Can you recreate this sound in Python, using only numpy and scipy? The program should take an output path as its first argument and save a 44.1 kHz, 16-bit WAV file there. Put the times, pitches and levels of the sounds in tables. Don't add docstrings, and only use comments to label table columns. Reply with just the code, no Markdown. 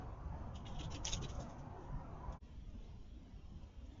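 import sys
import numpy as np
from scipy import signal
from scipy.io import wavfile
from scipy.ndimage import uniform_filter1d

SR = 44100
rng = np.random.default_rng(int(sys.argv[2]) if len(sys.argv) > 2 else 0)


def wrap_up_sound(samples):
    columns = np.atleast_2d(samples).T
    tamed = np.clip(columns, -1, 1)
    steps = np.round(tamed * 32767).astype(np.int16)
    wavfile.write(sys.argv[1], SR, steps)


N = 176400
T = np.arange(N) / SR


def amp(db):
    return 10 ** (np.asarray(db) / 20)


def unit(x):
    return x / np.sqrt(np.mean(x ** 2) + 1e-20)


def add(mix, start_s, sound):
    part = mix[round(start_s * SR):][:len(sound)]
    part += sound[:len(part)]


def fade(seconds, length_s=0.046):
    return np.sin(np.pi / 2 * np.clip(seconds / length_s, 0, 1)) ** 2


def level_at(spectrum, hz):
    points_hz, db = np.transpose(spectrum)
    return np.interp(np.log(hz + 1), np.log(points_hz + 1), db)


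def colour(x, spectrum):
    hz = abs(np.fft.fftfreq(2048, 1 / SR))
    log_gain = np.log(amp(level_at(spectrum, hz)))
    taps = np.fft.ifft(np.exp(np.conj(signal.hilbert(log_gain)))).real
    return signal.fftconvolve(x, taps[:len(taps) // 2])[:len(x)]


def band_limit(x, edge_hz=7300):
    return signal.fftconvolve(x, signal.firwin(601, edge_hz, window=("kaiser", 8), fs=SR), "same")


def resonate(x, hz, width_hz):
    turn = np.exp(2j * np.pi * np.cumsum(hz * np.ones(len(x))) / SR)
    pole = np.exp(-np.pi * width_hz / SR)
    return 2 * (turn * signal.lfilter([1 - pole], [1, -pole], x / turn)).real


def noise_band(n, hz, width_hz):
    return unit(resonate(resonate(rng.standard_normal(n), hz, width_hz), hz, width_hz))


def reflections(x, t60):
    t = T[:SR // 2]
    taps = rng.standard_normal(len(t)) * (rng.random(len(t)) < .08) * amp(-60 * t / t60)
    return signal.fftconvolve(x, taps / np.linalg.norm(taps))[:len(x)]


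def air(spectrum, patchy_db, flicker_db):
    hz = np.fft.rfftfreq(2048, 1 / SR)
    real, imag, drift = rng.standard_normal((3, N // 512 + 5, len(hz)))
    patches = unit(uniform_filter1d(uniform_filter1d(drift, size=8, axis=0), size=4, axis=1))
    flicker = unit(uniform_filter1d(rng.standard_normal(len(real)), size=8))[:, None]
    frames = (real + 1j * imag) * amp(level_at(spectrum, hz) + patchy_db * patches + flicker_db * flicker)
    return unit(signal.istft(frames.T, nperseg=2048, noverlap=1536)[1][:N])


def knocks(rows, puff_db=-7, puff_width=0.35):
    out, t = np.zeros(N), T[:SR // 4]
    for start_s, db, hz, swell_s in rows:
        puff = amp(puff_db) * noise_band(len(t), hz, hz * puff_width)
        envelope = t / swell_s * np.exp(1 - t / swell_s)
        add(out, start_s, amp(db) * envelope * (np.sin(2 * np.pi * hz * t) + puff))
    return out


# (frequency [Hz], relative level per Hz [dB])
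LAWN_SPECTRUM = [(12, -25.5), (20, -1.5), (43, 0), (148, -5.5), (200, -14.5), (240, -12.5), (320, -16.5),
                 (449, -21), (550, -17.5), (635, -22), (681, -15), (730, -18), (988, -18), (1970, -38),
                 (3150, -44), (3570, -49), (5560, -50.5), (6140, -47), (7300, -57.5), (9490, -94.5)]
# (time [s], relative level [dB])
LAWN_LEVELS = [(0, 0), (.3, -0.5), (.65, -2), (1, 0), (1.4, 2), (1.7, -1.5), (2.1, -1.5), (2.35, -0.5)]


def lawn_air(db=-47.5):
    swell_db = np.interp(T, *np.transpose(LAWN_LEVELS))
    return amp(db + swell_db) * air(LAWN_SPECTRUM, patchy_db=3.0, flicker_db=0.93)


def tyre_whine(peak_s=2.235, half_s=.06, db=-58.5, hz=1000, glide_hz_per_s=-600):
    pitch = hz + glide_hz_per_s * np.clip(T - peak_s, -2 * half_s, 2 * half_s)
    envelope = np.exp(-((T - peak_s) / half_s) ** 2)
    return amp(db) * envelope * noise_band(N, pitch, width_hz=90)


# (frequency [Hz], relative level per Hz [dB])
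YARD_SPECTRUM = [(12, -42), (20, -3.5), (59, -0.5), (84, -6), (107, -14), (204, -12.5), (267, -15.5),
                 (342, -25), (700, -29.5), (772, -32.5), (895, -33), (1540, -41.5), (2400, -42.5),
                 (3230, -38), (4570, -49), (5750, -44), (6300, -49.5), (7300, -52.5), (9490, -83)]


def yard_air(db=-53.5):
    return amp(db) * air(YARD_SPECTRUM, patchy_db=3.5, flicker_db=0.92)


def low_flutter(start_s=2.459, period_s=.1095, db=-49, hz=57.4, swell_s=0.0084):
    times = np.arange(start_s, T[-1], period_s)
    return knocks([(s, db + rng.uniform(-4, 8.2), hz, swell_s) for s in times])


# (time [s], level [dB], pitch [Hz], swell [s])
SOIL_THUDS = [(.25, -42, 58.4, 0.011), (.55, -40.5, 65, 0.0047), (.72, -48.5, 245, 0.0089),
              (.8, -48, 308, .014), (.952, -49, 290, 0.0077), (1.015, -45.5, 44.8, 0.014),
              (1.13, -37, 35, 0.012), (1.222, -45, 394, 0.0079), (1.25, -41, 131, 0.0049),
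              (1.293, -39.5, 55.3, 0.0076), (1.375, -42, 45.7, .01), (1.398, -42, 139, 0.0089),
              (1.408, -48.5, 233, 0.02), (1.785, -51, 354, 0.012), (2.28, -38, 52.8, 0.013),
              (2.742, -54.5, 227, 0.013)]


def soil_thuds():
    return knocks(SOIL_THUDS)


# (time [s], level [dB], pitch [Hz], ring [s])
STALK_SNAPS = [(0.8149, -37, 3300, .0006), (.947, -34.5, 5500, 0.00043), (0.955, -41.5, 2880, 0.00053),
               (1.0476, -33.5, 6000, 0.00075), (1.0527, -21, 5810, 0.00069), (1.0707, -30.5, 3230, 0.0016),
               (1.0796, -28.5, 2980, 0.0016), (1.08, -28.5, 6160, 0.00029), (1.0868, -37, 6150, 0.00074),
               (1.094, -29, 5450, 0.00045), (1.128, -36, 3440, 0.0011), (1.132, -30, 3450, 0.00077),
               (1.136, -29, 6570, 0.00085), (1.149, -35, 5730, 0.00046), (1.244, -40, 3180, 0.00029),
               (1.2477, -43, 2540, .0006), (1.3105, -45.5, 3300, 0.0006), (2.3243, -51.5, 5700, 0.00073)]


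def stalk_snaps(crack_db=-13):
    out = np.zeros(N)
    for start_s, db, hz, ring_s in STALK_SNAPS:
        t = np.maximum(T - start_s, 0)
        envelope = (1 - np.exp(-t * hz)) * np.exp(-t / ring_s)
        crack = amp(crack_db) * rng.standard_normal(N)
        out += amp(db) * envelope * (np.sin(2 * np.pi * hz * t) + crack)
    return out


# (frequency [Hz], relative level per Hz [dB])
LEAF_SPECTRUM = [(300, -8), (1000, -18), (1700, -11), (2400, -7.5), (3000, -1.5), (3750, -3.5),
                 (4400, -11.5), (5000, -8), (5700, -1.5), (6700, -1.5), (7400, -11.5)]


def crushed_leaves(n, leaf_hz, crackles_per_s=1600, spread_db=3, clump_db=2, clump_s=0.009):
    clumps = unit(signal.lfilter([1], [1, -np.exp(-1 / (clump_s * SR))], rng.standard_normal(n)))
    sizes = amp(spread_db * np.minimum(rng.exponential(1, n), 3) + clump_db * np.tanh(clumps))
    crackles = unit(sizes * rng.choice([-1, 1], n) * (rng.random(n) < crackles_per_s / SR))
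    swish = rng.standard_normal(n)
    grains = colour(np.sqrt(0.55) * crackles + np.sqrt(0.45) * swish, LEAF_SPECTRUM)
    grains = grains + amp(0.5) * resonate(grains, leaf_hz, width_hz=330)
    return unit(band_limit(grains + amp(-4) * reflections(grains, t60=0.02487)))


# (peak time [s], level [dB], rise [s], fall [s], treble tilt [dB], leaf pitch [Hz])
FOOTFALLS = [(.565, -62, 0.018, 0.027, -4, 3280), (0.656, -65.5, .003, 0.0044, -22, 2400),
             (0.669, -60.5, 0.0078, .007, -13, 3000), (0.683, -61, 0.0072, 0.031, -4, 3270),
             (.765, -66, 0.035, 0.04, -8, 3300), (.8, -55, 0.012, .008, -4.5, 3150),
             (.812, -55, 0.0077, 0.013, -6, 3170), (.843, -57.5, .014, 0.019, -5, 3300),
             (0.918, -55.5, 0.011, 0.035, -1, 3020), (.954, -49.5, .01, 0.012, -5, 2950),
             (1.076, -45, 0.022, 0.033, 6.5, 3140), (1.136, -41.5, .014, 0.014, 1.5, 3480),
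             (1.175, -58, .012, 0.0092, 0, 3200), (1.229, -55, 0.012, 0.0067, 4.5, 2800),
             (1.245, -50.5, 0.01, 0.012, -5, 3750), (1.301, -57, 0.017, 0.022, -2, 3200),
             (1.361, -70.5, 0.031, 0.041, 10.5, 3400), (1.412, -63.5, 0.018, .03, 8, 3620),
             (1.503, -70.5, 0.013, 0.033, 11, 3380), (1.595, -72.5, .012, 0.021, 8, 3400),
             (1.85, -79.5, 0.062, .03, 0.5, 3200), (2.329, -67.5, 0.0071, 0.0098, 0.5, 3300),
             (2.701, -76, .012, 0.011, -3, 3150), (2.846, -74.5, 0.0076, 0.0073, -6, 3950),
             (3.865, -82, 0.015, 0.011, 11, 3320)]


def footfalls(treble_hz=4070):
    out, t = np.zeros(N), np.arange(-.12, .2, 1 / SR)
    low_pass = signal.butter(4, treble_hz, fs=SR, output="sos")
    for peak_s, db, rise_s, fall_s, tilt_db, leaf_hz in FOOTFALLS:
        leaves = crushed_leaves(len(t), leaf_hz)
        dull = signal.sosfiltfilt(low_pass, leaves)
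        rustle = dull * amp(-tilt_db / 2) + (leaves - dull) * amp(tilt_db / 2)
        envelope = np.exp(-np.where(t < 0, (t / rise_s) ** 2, t / fall_s))
        add(out, peak_s + t[0], amp(db) * envelope * rustle)
    return out


def scene(lawn_end_s=2.395, yard_start_s=2.398, wall_delay_s=.00515):
    rat = footfalls() + stalk_snaps()
    wall = amp(-8.5) * np.roll(rat, round(wall_delay_s * SR))
    echo = amp(-36) * reflections(rat, t60=0.12)
    lawn = (lawn_air() + tyre_whine()) * fade(lawn_end_s - T)
    quiet = (yard_air() + low_flutter()) * fade(T - yard_start_s)
    return (lawn + quiet + soil_thuds() + rat + wall + echo)[None]


def record(dry):
    return band_limit(dry[0])[None]


dry = scene()
out = record(dry)
wrap_up_sound(out)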